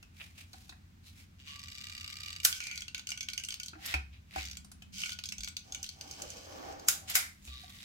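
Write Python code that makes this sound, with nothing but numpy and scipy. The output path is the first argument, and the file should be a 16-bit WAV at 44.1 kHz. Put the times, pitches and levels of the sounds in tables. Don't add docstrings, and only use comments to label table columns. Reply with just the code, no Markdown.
import sys
import numpy as np
from scipy import signal
from scipy.fft import rfft, irfft
from scipy.io import wavfile
from scipy.ndimage import uniform_filter1d

SR = 44100
rng = np.random.default_rng(int(sys.argv[2]) if len(sys.argv) > 2 else 0)


def file_out(sig):
    cols = np.atleast_2d(sig).T
    lim = np.clip(cols, -1, 1)
    pcm = np.round(lim * 32767).astype(np.int16)
    wavfile.write(sys.argv[1], SR, pcm)


N = 346130
TIME = np.arange(N) / SR
FREQS = np.linspace(1, SR / 2, 2049)


def amp(db):
    return 10 ** (np.asarray(db) / 20)


def add(track, start_s, sound):
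    i = int(start_s * SR)
    track[:, i:i + sound.shape[1]] += sound[:, :N - i]


def loudness(spans):
    gain = 0
    for span in spans:
        time_s, level_db = np.transpose(span)
        edges = [time_s[0] - 0.02, time_s[0], time_s[-1], time_s[-1] + 0.035]
        fade = np.interp(TIME, edges, [0, 1, 1, 0])
        gain = gain + amp(np.interp(TIME, time_s, level_db)) * fade
    return gain


def resonance(hz, width_hz):
    return 1 / (1 + ((FREQS ** 2 - hz ** 2) / (FREQS * width_hz)) ** 2)


def treble(hz):
    return 1 / (1 + (hz / FREQS) ** 6)


def body(points, modes=(), valley_db=0):
    hz, level_db = np.transpose(points)
    broad_db = np.interp(np.log(FREQS), np.log(hz), level_db) + valley_db
    ringing = sum(amp(mode_db) ** 2 * resonance(f, width) for f, width, mode_db in modes)
    return 10 * np.log10(amp(broad_db) ** 2 + ringing)


def colour(x, response_db):
    cepstrum = irfft(np.log(amp(response_db)))
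    half = len(cepstrum) // 2
    cepstrum[1:half] *= 2
    cepstrum[half + 1:] = 0
    impulse = irfft(np.exp(rfft(cepstrum)))
    impulse = impulse / np.linalg.norm(impulse)
    return signal.fftconvolve(x, impulse[None], axes=1)[:, :x.shape[1]]


def ports(size, likeness):
    shared, left, right = rng.standard_normal((3, size))
    c = np.clip(likeness, 0, 1)
    together = np.array([np.roll(shared, 7), shared])
    apart = np.array([left, right])
    return np.sqrt(c) * together + np.sqrt(1 - c) * apart


def blow(t60, crack_db, crack_t60, bounce_db, likeness):
    t = np.arange(SR // 5) / SR
    late = t - 0.0026
    crack = amp(crack_db - 60 * t / crack_t60)
    ring = amp(-60 * t / t60)
    bounce = amp(bounce_db - 60 * np.abs(late) / 0.0017) * (late > 0)
    envelope = (crack + ring + bounce) * (1 - np.exp(-t / 0.0006))
    return ports(len(t), likeness) * envelope / np.sqrt(np.sum(envelope ** 2) * 1000 / SR)


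def friction(grain_db, rate, likeness):
    step = int(SR / rate)
    flurry = uniform_filter1d(np.repeat(rng.standard_normal(N // step + 1), step)[:N], step)
    slips = np.repeat(rng.standard_normal(N // 32 + 1), 32)[:N]
    size = amp(grain_db * (slips + np.tanh(flurry)))
    return ports(N, likeness) * size / np.sqrt(np.mean(size ** 2))


def swell(middle_s, half_length_s):
    return np.exp(-2 * ((TIME - middle_s) / half_length_s) ** 2)


def stroke_of(noise, middle_s, half_length_s, response_db):
    start_s = max(middle_s - 1.5 * half_length_s, 0)
    near = (TIME >= start_s) & (TIME < middle_s + 1.5 * half_length_s)
    stroke = noise[:, near] * swell(middle_s, half_length_s)[near]
    return start_s, colour(stroke, response_db)


def room_tail(t60, treble_t60):
    t = np.arange(SR // 2) / SR
    noise = rng.standard_normal((2, len(t)))
    low = signal.sosfilt(signal.butter(1, 6000, fs=SR, output="sos"), noise)
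    tail = low * amp(-60 * t / t60) + (noise - low) * amp(-60 * t / treble_t60)
    tail = tail * np.clip(t / 0.00037 - 0.5, 0, 1)
    return tail / np.linalg.norm(tail, axis=1, keepdims=True)


def workshop(x, wet_db):
    echoes = signal.fftconvolve(x, room_tail(t60=0.27, treble_t60=0.15), axes=1)[:, :N]
    return x + amp(wet_db) * echoes


def catch_plate():
    # start_s, level_db, crack_t60_s, favoured_hz, boost_db, scrape_db, room_db, bass_db,
    # pan_db (left minus right)
    snap_events = [(2.4489, -6.5, 0.031, 1700, 0.5, -30.5, -4, -6, 0),
                   (6.884, -9, 0.021, 6700, 5, -34, -2, -2.5, 1),
                   (7.1536, -12.5, 0.0062, 2090, 12, -29, 3.5, 5, 4.5)]
    # pitch_hz, width_hz, level_db
    plate_modes = [(1470, 230, 3.5), (2400, 470, -2.5), (3000, 610, -3), (3800, 210, 2.5), (4960, 150, 3.5),
                   (5530, 180, 1), (7230, 390, 3.5), (7900, 370, -3.5), (9920, 410, 4), (12050, 860, -2.5),
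                   (13750, 530, 2.5)]
    # pitch_hz, level_db
    plate_spectrum = [(150, -23.5), (480, -32), (750, 1.5), (950, -26), (1800, -1), (6500, 10.5),
                      (9200, 8.5), (15000, 6), (16500, -3.5)]
    tail_gain_db = 16
    out = np.zeros((2, N))
    steel = body(plate_spectrum, plate_modes, valley_db=-7.5)
    lead = np.arange(-SR // 25, 0) / SR
    for start_s, db, crack_t60, hz, boost_db, scrape_db, room_db, bass_db, pan_db in snap_events:
        favoured = boost_db * resonance(hz, hz / (2 * np.pi))
        response = steel + favoured + bass_db * (1 - treble(1000))
        scrape = amp(scrape_db) * np.exp(lead / 0.006) * ports(len(lead), 0.3)
        add(out, start_s + lead[0], colour(scrape, response + 6 * resonance(6500, 3000)))
        crack = blow(t60=0.054, crack_db=12.0, crack_t60=crack_t60, bounce_db=-5.5, likeness=0.6)
        sides_db = np.array([[pan_db], [-pan_db]]) / 2
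        add(out, start_s, amp(db + sides_db) * colour(crack, response))
        tail = colour(room_tail(t60=0.31, treble_t60=0.21), response)
        add(out, start_s, amp(db + room_db + tail_gain_db) * tail)
    return out


def creak():
    # start_s, level_db, body_db (low and middle shelf)
    ticks = [(4.454, -34, -12), (4.512, -34, -15), (4.57, -31, 1.5), (2.5259, -24.5, 6), (2.603, -26.5, 8),
             (2.638, -33.5, -2), (2.669, -28, 4), (2.7123, -29, 6), (2.7567, -34.5, -6), (2.776, -28, 2.5),
             (2.8061, -34.5, -8), (2.8196, -31.5, 3), (2.8811, -31.5, 0.5), (2.9461, -25.5, 3.5),
             (2.9792, -34, 8), (2.9938, -33.5, 7), (3.0702, -29.5, -4), (3.09, -27.5, -5), (3.104, -30, 3),
             (3.1177, -25.5, 10.5), (3.175, -30, 8.5), (3.2074, -26, 3.5), (3.2292, -31.5, -1),
             (3.286, -26, 2.5), (3.3, -34.5, -8), (3.3333, -28, -2), (3.3772, -23.5, 4), (3.398, -33, 7),
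             (3.4363, -28, 0), (3.4482, -29.5, -10), (3.486, -27.5, 6.5), (3.505, -28.5, -4),
             (3.523, -30, -3), (3.541, -29.5, -7), (3.599, -30, 2.5), (3.632, -29.5, -5), (3.66, -34, -4),
             (3.6822, -33, -8), (5.003, -31.5, -5), (5.0177, -29, 1), (5.0353, -26, 13.5),
             (5.0584, -27.5, 9), (5.093, -30, 1), (5.1033, -36, -9), (5.1194, -28, -1), (5.13, -33.5, -3),
             (5.1884, -29.5, 8), (5.2375, -29.5, -5), (5.2559, -29, -10), (5.2883, -28.5, -4.5),
             (5.322, -26.5, 8.5), (5.3817, -32, -2), (5.406, -32.5, -6), (5.4335, -28, -1),
             (5.4451, -30.5, -6), (5.4749, -28, 2), (5.4841, -32, -4), (5.5668, -26, -4.5),
             (5.7223, -30, -13), (5.747, -27, -0.5), (5.829, -28, -8.5), (5.842, -30.5, -9),
             (5.863, -35.5, -11), (5.8897, -30.5, -6), (6.01, -31.5, -3), (6.1107, -32.5, -10),
             (6.2194, -29, -12), (6.3026, -33.5, -22), (6.724, -42.5, -12), (6.796, -41.5, -20)]
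    # time_s, level_db
    squeezes = [
        [(2.55, -47.5), (2.75, -56.5), (2.85, -74)],
        [(4.94, -50), (5.03, -40), (5.11, -45)],
        [(5.65, -61), (6.0, -60.5), (6.22, -50.5), (6.4, -54), (6.85, -64)],
    ]
    # pitch_hz, width_hz, level_db
    loaded_modes = [(1486, 22.3, -2), (2274, 8.4, -4), (3090, 170, 0.5), (4294, 29, -3), (4666, 110, -3),
                    (5250, 1050, -3.5), (6220, 137, 0.5), (7570, 450, -11.5), (8350, 46, -10.5)]
    # pitch_hz, level_db
    loaded_spectrum = [(500, -68), (800, -38), (1300, -54), (2300, 3.5), (4000, -8), (6500, -4.5),
                       (7600, -29.5), (10000, -21.5), (16000, -28)]
    detune_widths = 1.2
    colour_spread_db = 3
    out = np.zeros((2, N))
    for start_s, db, body_db in ticks:
        chance = rng.standard_normal((len(loaded_modes), 2))
        modes = [(hz + detune_widths * width * shift, width, mode_db + colour_spread_db * weight)
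                 for (hz, width, mode_db), (shift, weight) in zip(loaded_modes, chance)]
        response = body(loaded_spectrum, modes, valley_db=-8.0) + body_db * (1 - treble(3270))
        slip = blow(t60=0.06, crack_db=14, crack_t60=0.008, bounce_db=8, likeness=0.5)
        add(out, start_s, amp(db) * colour(slip, response))
    gun = body(loaded_spectrum, loaded_modes, valley_db=-6.0)
    gun = gun + 4 * resonance(4040, 490) + 3 * treble(6400)
    grind = friction(grain_db=3.5, rate=60, likeness=0.15)
    out += loudness(squeezes) * colour(grind, gun)
    return workshop(out, wet_db=-6.5)


def rod():
    # guide_hz, boost_db, then a curve of time_s, level_db, slips_per_s
    slide_strokes = [(2850, 6.5, [(1.4, -50, 140), (1.44, -55, 125), (1.48, -40, 158), (1.56, -44.5, 130)]),
                     (5400, 5, [(1.6, -44.5, 73), (1.9, -41.5, 61), (2.3, -41.5, 67), (2.44, -50, 59)]),
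                     (6200, 4.5, [(4.39, -38, 105), (4.47, -39, 89), (4.54, -41, 45)]),
                     (3740, 13, [(7.48, -46, 124), (7.585, -43.5, 127), (7.64, -47, 58), (7.73, -49.5, 42),
                     (7.85, -44, 66)])]
    # time_s, catches_per_s
    chatter = [(1.559, 32.3), (1.641, 18.6), (1.725, 31.2), (1.938, 38.1), (2.07, 24.7), (2.074, 48.7),
               (2.158, 21.1), (2.289, 48.6), (2.365, 23), (2.44, 36)]
    # pitch_hz, width_hz, level_db
    rod_modes = [(1935, 33, -5.5), (2356, 70, 0), (2864, 74, 1.5), (3760, 190, -5), (4625, 130, -3),
                 (7700, 240, -13.5)]
    # pitch_hz, level_db
    rod_spectrum = [(800, -50.5), (1300, -11.5), (2500, -3.5), (4800, -3), (7500, -9), (9000, -18),
                    (16000, -20)]
    slip_t60, between_db = 0.013, -19
    chatter_db, rise_db_per_s = -37, 6
    out = np.zeros((2, N))
    steel = body(rod_spectrum, rod_modes, valley_db=-4.5)
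    for guide_hz, guide_db, stroke in slide_strokes:
        time_s, level_db, rate = np.transpose(stroke)
        rate = np.interp(TIME, time_s, rate)
        since_slip = np.cumsum(rate) / SR % 1 / rate
        slips = amp(-60 * since_slip / slip_t60) + amp(between_db)
        scrape = loudness([np.c_[time_s, level_db]]) * slips * ports(N, 0.3)
        out += colour(scrape, steel + guide_db * resonance(guide_hz, 1090))

    catches = np.zeros((2, N))
    time_s, rate = np.transpose(chatter)
    t = np.arange(time_s[0], time_s[-1], 1 / SR)
    cycles = np.cumsum(np.interp(t, time_s, rate)) / SR
    # first cycle, level in dB
    for first_cycle, layer_db in ((0, 0), (1, -13.5)):
        for at in np.interp(np.arange(first_cycle, cycles[-1]), cycles, t):
            contact = blow(t60=0.028, crack_db=3, crack_t60=0.007, bounce_db=0, likeness=0.45)
            level_db = chatter_db + rise_db_per_s * (at - time_s[0]) + layer_db
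            add(catches, at, amp(level_db) * contact)
    struck_steel = body(rod_spectrum, rod_modes, valley_db=-13) + 4 * treble(4450)
    return workshop(out + colour(catches, struck_steel), wet_db=-8.5)


def squeaks():
    # width_hz, then a curve of time_s, pitch_hz, level_db
    squeak_notes = [(70.4, [(1.48, 1115, -63.5), (1.62, 1147, -66), (1.72, 1187, -69.5), (1.92, 1216, -64),
                    (2.3, 1221, -61.5), (2.41, 1210, -72)]), (355, [(2.62, 2468, -44), (2.67, 2358, -48),
                    (2.72, 2350, -49), (2.81, 2240, -57)]), (70, [(3.765, 743, -64), (3.795, 778, -62),
                    (3.85, 890, -78)]), (447, [(7.2, 2206, -44), (7.3, 2000, -61)]),
                    (60, [(7.49, 1176, -68), (7.75, 1144, -74.5)]), (30.2, [(4.35, 192, -64.5),
                    (5.47, 187.7, -62)])]
    evenness = 0.45
    out = np.zeros((2, N))
    for width_hz, note in squeak_notes:
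        time_s, hz, level_db = np.transpose(note)
        slips = friction(grain_db=4.5, rate=65, likeness=0.88)
        scattered = slips * np.exp(2j * np.pi * rng.random(N))
        waver = signal.sosfilt(signal.butter(2, width_hz / 2, fs=SR, output="sos"), scattered)
        carrier = np.exp(2j * np.pi * np.cumsum(np.interp(TIME, time_s, hz)) / SR)
        tone = np.real(waver / np.abs(waver) ** evenness * carrier)
        out += loudness([np.c_[time_s, level_db]]) * tone / tone.std()
    return workshop(out, wet_db=-3.5)


def handling():
    # middle_s, half_length_s, level_db, main_hz, treble_db
    rubs = [(0.211, 0.013, -42.5, 2530, -19), (0.233, 0.096, -56, 2300, 5), (0.402, 0.052, -52, 2530, 3.5),
            (0.61, 0.17, -63.5, 770, 6.5), (1.075, 0.046, -57, 4020, 7.5), (1.192, 0.07, -59.5, 2230, 6),
            (3.89, 0.087, -41, 1840, -1), (4.148, 0.039, -61, 2430, -12.5), (4.39, 0.085, -45.5, 2090, -3),
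            (7.119, 0.049, -38.5, 7670, -0.5), (7.461, 0.036, -53.5, 6950, 10),
            (7.825, 0.5, -56.5, 1970, 6)]
    # start_s, level_db, main_hz, treble_db
    clacks = [(.027, -42.5, 2730, 8), (0.531, -39, 4000, 17), (.538, -43.5, 825, -10),
              (0.693, -36.5, 3760, 13), (.7225, -45.5, 1800, -9), (.724, -49, 760, -18),
              (3.732, -39, 1400, -32), (3.752, -39, 315, -34), (3.859, -27.5, 12400, 24),
              (3.9393, -18.5, 2280, 1.5), (4.359, -28, 746, 3), (4.383, -29, 2400, 1),
              (4.646, -43.5, 8870, 10.5), (4.716, -40, 9720, 11.5), (4.821, -42, 3040, 10),
              (7.098, -25.5, 12600, 24.5), (7.475, -41, 2500, 7), (7.635, -46, 730, 11)]
    # pitch_hz, level_db
    skin_spectrum = [(300, -9), (700, 3), (1000, -11.5), (1600, -9.5), (2400, -2.5), (3200, -2.5),
                     (5000, -6.5), (8000, -13), (16000, -19.5)]
    # pitch_hz, level_db
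    frame_spectrum = [(150, -7), (480, -55), (900, -5), (2400, -7.5), (5000, -7), (16000, -26)]
    # pitch_hz, width_hz, level_db
    frame_modes = [(315, 30, 8.5), (729, 83, 2), (1490, 230, 1.5), (2530, 100, 6)]
    out = np.zeros((2, N))
    frame = body(frame_spectrum, frame_modes)
    skin = friction(grain_db=4, rate=150, likeness=0.1)
    for middle_s, half_length_s, db, hz, treble_db in rubs:
        response = body(skin_spectrum) + 7.5 * resonance(hz, 0.24 * hz) + treble_db * treble(5400)
        response = response - 17.5 * (1 - treble(860))
        add(out, *stroke_of(amp(db) * skin, middle_s, half_length_s, response))
    for start_s, db, hz, treble_db in clacks:
        response = frame + 14 * resonance(hz, 0.22 * hz) + treble_db * treble(3800)
        hit = blow(t60=0.046, crack_db=-9, crack_t60=0.0051, bounce_db=-13.0, likeness=0.48)
        add(out, start_s, amp(db) * colour(hit, response))
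    return workshop(out, wet_db=-6.0)


def board():
    # middle_s, half_length_s, level_db, main_hz
    pulls = [(5.729, 0.1, -61.5, 775), (6.074, 0.16, -60.5, 760), (6.198, 0.028, -55.5, 710),
             (6.238, 0.04, -52, 546), (6.355, 0.1, -55, 506), (6.516, 0.094, -52, 530),
             (6.59, .035, -53, 310), (6.658, 0.097, -55.5, 720), (6.7, 0.18, -58, 513),
             (6.834, 0.3, -57, 762)]
    # start_s, level_db, pitch_hz, t60_s, knock_db
    booms = [(3.945, -25, 69, 0.19, -44), (3.958, -41, 68.2, 1, -53), (4.361, -39, 67.7, 1, -37),
             (5.385, -40, 53.6, 0.29, -68), (7.475, -38.5, 68.5, 0.5, -84)]
    # pitch_hz, level_db
    wood_spectrum = [(120, -25), (290, 5.5), (420, 0), (520, 4), (800, 2), (950, -4.5), (1150, -2),
                     (3000, -13), (6500, -12.5), (9000, -33), (16000, -15.5)]
    wood = body(wood_spectrum)
    out = np.zeros((2, N))
    drag = friction(grain_db=2.0, rate=26, likeness=0.46)
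    for middle_s, half_length_s, db, hz in pulls:
        response = wood + 11 * resonance(hz, 90)
        add(out, *stroke_of(amp(db) * drag, middle_s, half_length_s, response))
    out = workshop(out, wet_db=-1.5)
    t = np.arange(SR) / SR
    for start_s, db, hz, t60, knock_db in booms:
        add(out, start_s, amp(knock_db) * knock())
        envelope = amp(db - 60 * t / t60) * (1 - np.exp(-t / 0.011))
        add(out, start_s, (envelope * np.sin(2 * np.pi * hz * t))[None])
    return out


def knock():
    # pitch_hz, t60_s, level_db
    wood_modes = [(666, 0.067, -3), (767, 0.095, 5), (804, 0.012, -11), (1500, .03, -8)]
    lag_s = np.array([[0.00027], [0]])
    t = np.maximum(np.arange(SR // 4) / SR - lag_s, 0)
    ring = sum(amp(db - 60 * t / t60) * np.sin(2 * np.pi * hz * t) for hz, t60, db in wood_modes)
    return ring * (1 - np.exp(-t / 0.001))


def room_tone():
    # pitch_hz, level_db
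    room_spectrum = [(25, -19.5), (45, -9.5), (80, -1), (125, -10.5), (210, -11), (320, -22), (500, -31),
                     (900, -31), (2300, -29), (7000, -36), (9500, -43), (16000, -41.5)]
    # time_s, pitch_hz, level_db
    hum_curve = [(0, 88.56, -59), (2.3, 90.2, -57), (2.602, 80.4, -63), (7.85, 83, -63)]
    air = body(room_spectrum)
    rumble = amp(-59.0) * colour(ports(N, 0.9), air - 30 * treble(420))
    hiss = amp(-67.8) * colour(ports(N, 0.03), air - 25 * (1 - treble(161)))
    time_s, hz, level_db = np.transpose(hum_curve)
    waver = np.interp(TIME, np.linspace(0, TIME[-1], 80), rng.standard_normal(80))
    phase = 2 * np.pi * np.cumsum(np.interp(TIME, time_s, hz)) / SR
    hum = amp(np.interp(TIME, time_s, level_db) + 1.2 * waver) * np.sin(phase)
    return rumble + hiss + hum


def scene():
    return catch_plate() + creak() + rod() + squeaks() + handling() + board() + room_tone()


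def record(dry):
    # pitch_hz, side_gain_db, pan_db (left minus right)
    stereo_image = [(130, -3.5, 0.5), (400, 3, -1), (720, 4, -2.5), (1350, 5, 1), (2400, 0, -0.5)]
    hz, side_db, pan_db = np.transpose(stereo_image)
    log_hz = np.log(np.arange(N // 2 + 1) * SR / N + 1)
    mid = rfft(dry[0] + dry[1]) / 2
    side = rfft(dry[0] - dry[1]) / 2 * amp(np.interp(log_hz, np.log(hz), side_db))
    lean = amp(np.interp(log_hz, np.log(hz), pan_db) / 2)
    wide = irfft(np.array([(mid + side) * lean, (mid - side) / lean]), N)
    rounded = 0.6 * np.tanh(wide / 0.6)
    top_cut = signal.ellip(10, 0.2, 70, 15900, fs=SR, output="sos")
    return signal.sosfilt(top_cut, rounded)


dry = scene()
out = record(dry)
file_out(out)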